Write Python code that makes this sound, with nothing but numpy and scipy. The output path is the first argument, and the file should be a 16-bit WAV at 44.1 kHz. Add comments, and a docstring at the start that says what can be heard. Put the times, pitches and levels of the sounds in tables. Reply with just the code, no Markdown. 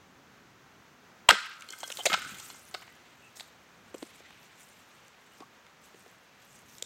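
"""A forest, one microphone close to a trunk, a steady hush far off. At 1.3 s one blow breaks a wooden board
held against the trunk: its fibres crack in a quick burst that clips the recorder and ducks its gain.
The board splinters, and the pieces clatter down and ring until about 3 s. Then feet rustle the leaf litter
and snap twigs, and wood is knocked lightly; the loudest twig goes just before the end.
All along, the trunks around scatter the sounds of wood into a short tail."""
import sys
import numpy as np
from scipy import signal
from scipy.fft import rfft, irfft, next_fast_len
from scipy.io import wavfile
from scipy.ndimage import uniform_filter1d, map_coordinates

SR = 44100
rng = np.random.default_rng(int(sys.argv[2]) if len(sys.argv) > 2 else 0)


def store_pcm(level_fs):
    """Save levels as 16-bit WAV."""
    pcm = np.round(np.clip(level_fs, -1, 1) * 32767).astype(np.int16)
    wavfile.write(sys.argv[1], SR, np.atleast_2d(pcm).T)


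N = 302085

# The board's fibres breaking and its pieces colliding; the first row is the blow:
# start_s, level_db, pitch_hz, body_db, body_hz, treble_db, hold_s, ring_db
CRACKS = [(1.2869, -10.5, 2600, -5.5, 950, -15, 0.0028, -18), (1.2889, 5, 2670, -5.5, 940, -6, 0.0028, -40),
          (1.2979, -1.5, 1455, -11, 930, -18.5, 0.0093, -8.5),
          (1.3069, 0.5, 1540, -13, 890, -25, .003, -44), (1.315, -17.5, 1560, -20, 387, -29, 0.0044, -20),
          (1.3286, -20.5, 1610, -24.5, 405, -34, 0.0028, -24),
          (1.35, -31.5, 1600, -26, 998, -38.5, 0.0035, -18), (1.6083, -34, 1300, -43, 930, -34, .001, -14),
          (1.6217, -29, 2870, -57, 990, -34, 0.00063, -26),
          (1.688, -27, 4100, -55.5, 432, -31.5, 0.00082, -11),
          (1.703, -41, 3200, -45, 296, -28, 0.0036, -3), (1.7237, -37.5, 3560, -57, 990, -31.5, .002, 0),
          (1.7332, -33, 1270, -53, 302, -37, 0.0023, -1), (1.7815, -47, 1410, -58, 670, -41, 0.00085, -16),
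          (1.802, -43.5, 3150, -53, 300, -30.5, 0.011, 6),
          (1.831, -23.5, 1120, -27.5, 780, -46.5, 0.0013, -12.5),
          (1.837, -34, 3060, -57, 622, -29, 0.0016, 0.5), (1.876, -37, 4520, -49, 540, -28.5, 0.0035, -10),
          (1.9018, -22, 1150, -35.5, 570, -35, 0.00086, -20),
          (1.918, -25, 2840, -62, 900, -26.5, 0.006, -18),
          (1.9712, -21.5, 3980, -53, 364, -22.5, 0.00048, -20),
          (1.9866, -30, 3170, -34.5, 700, -36, 0.023, 0), (2.034, -51, 4320, -62, 300, -32.5, .001, -16),
          (2.0549, -13.5, 2390, -20, 583, -12, 0.0066, -13.5),
          (2.0634, -12.5, 3900, -16.5, 610, -19.5, 0.0092, -15),
          (2.0994, -20, 1650, -34, 300, -32, 0.0027, -4.5), (2.115, -32, 1630, -58, 880, -48, 0.0034, -9),
          (2.1182, -18.5, 1376, -25.5, 815, -35, 0.0045, -7.5),
          (2.129, -11.5, 1448, -28.5, 830, -33.5, 0.0098, -12),
          (2.1389, -11, 1370, -16, 1100, -48, 0.0068, -8), (2.175, -39, 1370, -41, 433, -38, 0.0018, -14),
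          (2.219, -30, 1580, -54, 930, -31.5, .008, -4), (2.247, -36, 1500, -60, 754, -41, 0.0026, -2),
          (2.262, -42.5, 1440, -45, 288, -51, .002, 5), (2.344, -35, 3470, -58, 300, -39, 0.0067, -8),
          (2.3976, -33.5, 4200, -47, 790, -32.5, 0.005, -12),
          (2.5006, -31, 4120, -37.5, 795, -36, 0.0011, -6.5), (2.5453, -51, 1520, -50, 1000, -41, .001, 0),
          (2.712, -47, 1160, -51, 920, -41, .001, -10), (2.7418, -23, 4540, -31.5, 580, -36, 0.0042, -17),
          (2.7474, -22, 1120, -36.5, 584, -48, 0.0043, -12),
          (2.876, -39.5, 1900, -51, 845, -58, 0.0038, -14), (2.82, -37.5, 1980, -47, 1000, -46, 0.0096, -8)]


def amp(db):
    return 10 ** (np.asarray(db) / 20)


def unit_rms(x):
    return x / np.sqrt(np.mean(x ** 2) + 1e-20)


def unit_peak(x):
    return x / np.max(np.abs(x))


def along(points, hz):
    """Interpolate (hz, value) points on a log frequency axis."""
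    point_hz, values = np.transpose(points)
    return np.interp(np.log(hz + 1), np.log(point_hz + 1), values)


def curves(rows):
    """One value per sample for each column after the time."""
    time_s, *columns = np.transpose(rows)
    return [np.interp(np.arange(N) / SR, time_s, column) for column in columns]


def wobble(rate_hz):
    """A smooth random curve with rate_hz knots a second."""
    knots = rng.standard_normal(int(N * rate_hz / SR) + 4)
    return map_coordinates(knots, [np.arange(N) * rate_hz / SR])


def filtered(x, response):
    """Filter x by a complex function of frequency."""
    size = next_fast_len(2 * len(x))
    return irfft(rfft(x, size) * response(np.fft.rfftfreq(size, 1 / SR)), size)[:len(x)]


def resonance(f, hz, width_hz):
    """The causal response at f of one resonance centred on hz."""
    return 1j * f * width_hz / (hz * hz - f * f + 1j * f * width_hz)


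def add(track, start_s, sound):
    part = track[round(start_s * SR):][:len(sound)]
    part += sound[:len(part)]


def fibre_burst(level_db, pitch_hz, body_db, body_hz, treble_db, hold_s, t60_s, q):
    """Fibres break in uneven clumps that hold, then die: a mid resonance, a low body and treble."""
    clump_db, clump_s, sag_db_per_s, treble_t60_s = 5, 0.0012, 305, 0.041
    t = np.arange(SR // 8) / SR
    dying_s = np.maximum(t - hold_s, 0)
    envelope = amp(-60 * dying_s / t60_s) * (1 - np.exp(-t / 0.00023))
    burst = envelope * rng.standard_normal(len(t))
    clumps = np.interp(t, np.arange(120) * clump_s, rng.standard_normal(120))
    burst *= amp(clump_db * clumps - sag_db_per_s * np.minimum(t, hold_s))
    burst[8] += 4  # the first break is the sharpest
    mid = filtered(burst, lambda f: (resonance(f, pitch_hz, pitch_hz / q) + 0.24)
                   * resonance(f, 2700, 4500) ** 3)
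    body = filtered(burst, lambda f: resonance(f, body_hz, 0.7 * body_hz) ** 2)
    brief = burst * amp(-60 * dying_s / treble_t60_s)  # the treble is over first
    treble = filtered(brief, lambda f: resonance(f, 7300, 7000) ** 3 / (1 + 1j * f / 9000) ** 2)
    return (amp(level_db - 3) * unit_peak(mid) + amp(body_db) * unit_peak(body)
            + amp(treble_db + 0.5) * unit_peak(treble))


def breaking_board():
    """Each crack is a burst that also rings the board's modes at new strengths."""
    # Modes of the board: pitch_hz, level_db, t60_s
    modes = [(888, -17.5, 0.043), (1297, -1.5, .055), (1443, 2.5, 0.043), (1549, -1.5, .06),
             (2120, -5.5, 0.12), (2950, -8.5, 0.067), (3110, -5.5, 0.055), (3390, -8, 0.083),
             (4330, -5, 0.052), (4423, -16, .05)]
    out, t = np.zeros(N), np.arange(SR // 4) / SR
    for start_s, level_db, pitch_hz, *body_and_treble, hold_s, ring_db in CRACKS:
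        add(out, start_s, fibre_burst(level_db, pitch_hz, *body_and_treble, hold_s, t60_s=0.014, q=6.2))
        attack = 1 - np.exp(-t / (0.0005 + hold_s / 2))
        for mode_hz, mode_db, t60_s in modes:
            near_db = -10 * abs(np.log2(mode_hz / pitch_hz))  # modes near the crack's pitch ring most
            size_db, detune = rng.normal(0, [4, 0.015])
            decay = amp(mode_db + near_db + size_db - 60 * t / t60_s)
            ring = decay * np.sin(2 * np.pi * mode_hz * (1 + detune) * t)
            add(out, start_s, amp(level_db + ring_db) * attack * ring)
    return out


def twigs_and_knocks():
    """Twigs snap underfoot in short bursts; lightly knocked wood dies more slowly."""
    # Snaps and knocks, both: start_s, level_db, pitch_hz, body_db, body_hz, treble_db, hold_s
    twigs = [(3.365, -49, 3800, -58, 600, -49, 0.0027), (3.3713, -43, 3800, -53, 610, -45, 0.0009),
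             (3.3974, -27.5, 4330, -49, 775, -40, 0.0052), (3.406, -26.5, 4300, -41, 800, -39, 0.007),
             (3.981, -55, 1510, -62, 400, -41, 0.0055), (4.065, -59, 3000, -62, 500, -50, 0.0059),
             (4.1564, -46.5, 2150, -62, 780, -49, .001), (4.2046, -43, 1004, -44.5, 517, -58, .001),
             (4.3055, -44, 1000, -44, 965, -50, 0.0023), (5.081, -53, 3000, -63.5, 500, -46.5, 0.00096),
             (5.666, -42, 1212, -58, 518, -55, 0.0012), (6.783, -38.5, 3840, -58, 296, -32, .001),
             (6.824, -20.5, 3870, -37, 490, -20.5, 0.0012)]
    knocks = [(3.943, -33.5, 1264, -31, 413, -41, .004), (4.0243, -28.5, 1010, -30, 356, -42.5, 0.0039),
              (5.404, -37.5, 1190, -39.5, 349, -55, .002), (5.422, -52.5, 1167, -41, 800, -58, .002),
              (5.944, -44, 1000, -46.5, 390, -56.5, .002), (6.0613, -49, 2300, -45.5, 365, -57, .001)]
    out = np.zeros(N)
    for start_s, *burst in twigs:
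        add(out, start_s, fibre_burst(*burst, t60_s=0.0081, q=7.8))
    for start_s, *burst in knocks:
        add(out, start_s, fibre_burst(*burst, t60_s=0.029, q=5.5))
    return out


def wood_rubs():
    """Rough wood rubs: noise in one narrow resonance, swelling and fading."""
    # Short rubs: start_s, length_s, pitch_hz, level_db
    rubs = [(1.988, 0.036, 3130, -40), (4.245, 0.033, 1960, -55), (2.85, 0.099, 1970, -62),
            (3.205, 0.098, 2660, -60), (5.31, .04, 2906, -63.5), (5.398, 0.044, 1124, -49.5)]
    out = np.zeros(N)
    for start_s, length_s, pitch_hz, level_db in rubs:
        noise = rng.standard_normal(SR // 8)
        grit = unit_rms(filtered(noise, lambda f: resonance(f, pitch_hz, 0.09 * pitch_hz) ** 2))
        swell = np.hanning(round(length_s * SR)) ** 0.5
        add(out, start_s, amp(level_db) * grit[:len(swell)] * swell)
    return out


def thuds():
    """Soft landings on the soil, and a short one-sided low thump at the clipped peak."""
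    # Pieces and feet landing: start_s, level_db, pitch_hz
    landings = [(1.324, -36, 204), (2.058, -52, 162), (2.129, -40, 188), (2.258, -50, 154),
                (2.319, -49, 199), (4.023, -53, 258)]
    # Low thump at the clipped peak: start_s, peak_db, length_s
    clip_thump = [(1.29, -31, 0.0055)]
    out, t = np.zeros(N), np.arange(SR // 5) / SR
    envelope = amp(4 - 60 * t / 0.09) * (1 - np.exp(-t / 0.0021))
    for start_s, level_db, pitch_hz in landings:
        add(out, start_s, amp(level_db) * envelope * np.sin(2 * np.pi * pitch_hz * t))
    for start_s, peak_db, length_s in clip_thump:
        add(out, start_s, -amp(peak_db) * np.hanning(round(length_s * SR)))
    return out


def leaf_litter():
    """Dry leaves: tiny uneven clicks in clumps over a soft swish; wood and bark shuffle lower down."""
    # Litter and splinters falling after the blow, then a faint rustle: time_s, crisp_db, dull_db
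    debris = [(1.3, -58.5, -30), (1.67, -62.5, -59.5), (1.83, -53, -68), (2.04, -50, -65),
              (2.14, -48.5, -43), (2.21, -54, -48.5), (2.45, -51, -56), (2.65, -59.5, -65.5),
              (2.95, -70.5, -64), (3.8, -77.5, -72.5), (4.2, -69.5, -60), (5.6, -79, -70),
              (6.85, -72, -65.5)]
    # Feet and hands in the leaves (footfalls start at once, shuffles swell):
    # full_at_s, swell_s, hold_s, level_db
    stirs = [(2.745, .005, .04, -70), (3.254, 0.048, 0.03, -71.5), (3.359, 0.004, 0.037, -55.5),
             (3.95, .005, .12, -65.5), (4.147, .03, 0.045, -67.5), (4.415, .08, 0.053, -68),
             (4.592, 0.033, 0.044, -61.5), (4.687, .02, 0.13, -68), (4.92, 0.064, 0.14, -77),
             (5.24, .03, .03, -75.5), (5.349, .08, .06, -70), (5.826, .03, 0.044, -69),
             (5.97, .05, .14, -69), (6.482, 0.081, .11, -64.5), (6.738, 0.074, .03, -60),
             (6.825, .005, 0.044, -61)]
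    # Spectrum of dry leaves: frequency_hz, level_db
    leaf_spectrum = [(2060, -62), (3500, -7.5), (4340, -4), (6530, 3.5), (7230, 3), (8470, 2.5), (9380, -5),
                     (14400, -5), (16000, -16)]
    swell_db, fall_db_per_s, clicks_per_s, tick_db = 17.5, 258, 600, -7
    crisp_db, dull_db = curves(debris)
    t, crisp_gain = np.arange(N) / SR, amp(crisp_db)
    for full_at_s, swell_s, hold_s, level_db in stirs:
        before_db = swell_db * np.maximum(full_at_s - t, 0) / swell_s
        after_db = fall_db_per_s * np.maximum(t - full_at_s - hold_s, 0)
        crisp_gain += amp(level_db - before_db - after_db)
    sizes = amp(np.minimum(4 * rng.exponential(1, N), 14))
    clicks = sizes * (rng.random(N) < clicks_per_s / SR) * rng.standard_normal(N)
    clumps = amp(1.482 * wobble(130) + 1.5 * wobble(35))
    rustle = clumps * (0.2 * unit_rms(clicks) + rng.standard_normal(N))
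    crisp = patchy(filtered(rustle, lambda f: amp(along(leaf_spectrum, f))), depth_db=3)
    dull = unit_rms(filtered(rustle, lambda f: resonance(f, 2400, 2600) ** 2))
    after_blow = t > CRACKS[0][0]  # the leaves lie still until then
    return after_blow * (crisp_gain * (crisp + amp(tick_db) * leaf_ticks()) + amp(dull_db) * dull)


def leaf_ticks(per_s=50, t60_s=0.0043):
    """Single leaves crack: sparse brief ticks, each in its own high band."""
    t, out = np.arange(SR // 200) / SR, np.zeros(N)
    for when, weakness, height in rng.random((round(per_s * N / SR), 3)):
        pitch_hz = 4500 * 2.8 ** height
        envelope = amp(-5 * np.log(weakness + 0.1) - 60 * t / t60_s)
        rough_tone = np.sin(2 * np.pi * pitch_hz * t + rng.normal(0, 0.83, len(t)))
        add(out, when * N / SR, envelope * rough_tone)
    return unit_rms(out)


def patchy(x, depth_db):
    """Make a sound flicker with random gain in patches of time and frequency."""
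    spectra = signal.stft(x, nperseg=256)[2]
    patches = uniform_filter1d(rng.standard_normal(spectra.shape), size=12, axis=0)
    patches = unit_rms(uniform_filter1d(patches, size=8, axis=1))
    return unit_rms(signal.istft(spectra * amp(depth_db * patches), nperseg=256)[1][:N])


def trunk_echoes(x, delay_s=0.012):
    """Trunks scatter the sound back after a few metres; each frequency dies at its own speed."""
    # The scattered tail: frequency_hz, t60_s, level_db
    scatter = [(200, .2, -16), (600, .3, -4.5), (1000, 0.65, -12.5), (1291, 1, 0), (1540, 0.7, -0.5),
               (1960, 0.51, -2), (3000, 0.32, -1.5), (4470, 0.6, 1), (7600, 0.47, 0), (10000, .3, -7.5),
               (15000, 0.25, -13.5)]
    hz, t, spectra = signal.stft(rng.standard_normal(SR), SR, nperseg=256)
    band_hz, t60_s, level_db = np.transpose(scatter)
    colour_db = along(np.c_[band_hz, level_db], hz)[:, None]
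    decay_db = 60 * t / along(np.c_[band_hz, t60_s], hz)[:, None]
    tail = signal.istft(spectra * amp(colour_db - decay_db), SR, nperseg=256)[1]
    delayed = np.pad(x, (round(delay_s * SR), 0))
    return signal.fftconvolve(delayed, tail / np.linalg.norm(tail))[:N]


def forest_hush():
    """The far, steady hush of the wood and a wavering low rumble."""
    # Spectra of the hush and the rumble: frequency_hz, level_db
    hush_spectrum = [(120, -15.5), (200, -11.5), (322, -14), (401, -12.5), (482, -10.5), (635, -12),
                     (722, -11), (791, -11), (1500, -10.5), (5040, -24), (6280, -22), (9400, -36),
                     (16000, -33.5)]
    rumble_spectrum = [(18, -56), (30, -17), (70, -2.5), (251, -4.5), (286, -8.5), (400, -9.5),
                       (520, -36.5), (880, -120)]
    # Slow drift of the background: time_s, rumble_db, hush_db
    drift = [(0, -64.5, -59.5), (1.28, -65.5, -59), (1.75, -71, -58.5), (2.2, -62, -54.5), (2.6, -67, -59),
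             (4.1, -67, -59.5), (5.5, -71, -59.5), (6.85, -68.5, -59.5)]
    rumble_db, hush_db = curves(drift)

    def noise(spectrum, low_cut_hz=70):
        response = lambda f: amp(along(spectrum, f)) * f ** 2 / (f ** 2 + low_cut_hz ** 2)
        return unit_rms(filtered(rng.standard_normal(N), response))

    hush = amp(hush_db + 0.43 * wobble(16)) * noise(hush_spectrum)
    rumble = amp(rumble_db + 1.3 * wobble(4.4)) * noise(rumble_spectrum)
    return hush + rumble


def scene():
    """At the microphone, in mono: near wood and its echoes, soil and leaves, the forest beyond."""
    wood = breaking_board() + twigs_and_knocks() + wood_rubs()
    treble_dip = lambda f: 1 - 0.76 * resonance(f, 10000, 3500)  # the near wood sounds dip near 10 kHz
    bass_cut = lambda f: (f / (f - 150j)) ** 2  # deep bass is cut from the wood sounds
    wood = filtered(wood, lambda f: treble_dip(f) * bass_cut(f))
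    return (wood + amp(-16.5) * trunk_echoes(wood) + thuds() + leaf_litter() + forest_hush())[None]


def record(dry):
    """The recorder: a loud peak ducks the gain, which creeps back; the loudest clips; the top is cut."""
    threshold_db, duck_share, duck_s, recover_db_per_s, top_hz = -7, 0.65, 0.05, 9, 15900
    level_db = 20 * np.log10(np.abs(dry[0]) + 1e-9)
    wanted_db = duck_share * np.clip(level_db - threshold_db, 0, -threshold_db)
    recovery_db = recover_db_per_s * np.arange(N) / SR
    held_db = np.maximum.accumulate(wanted_db + recovery_db) - recovery_db
    step = 1 / (duck_s * SR)
    ducked = dry[0] * amp(-signal.lfilter([step], [1, step - 1], held_db))
    clipped = ducked / (1 + np.abs(ducked) ** 8) ** (1 / 8)
    return filtered(clipped, lambda f: f < top_hz)[None]


dry = scene()
out = record(dry)
store_pcm(out)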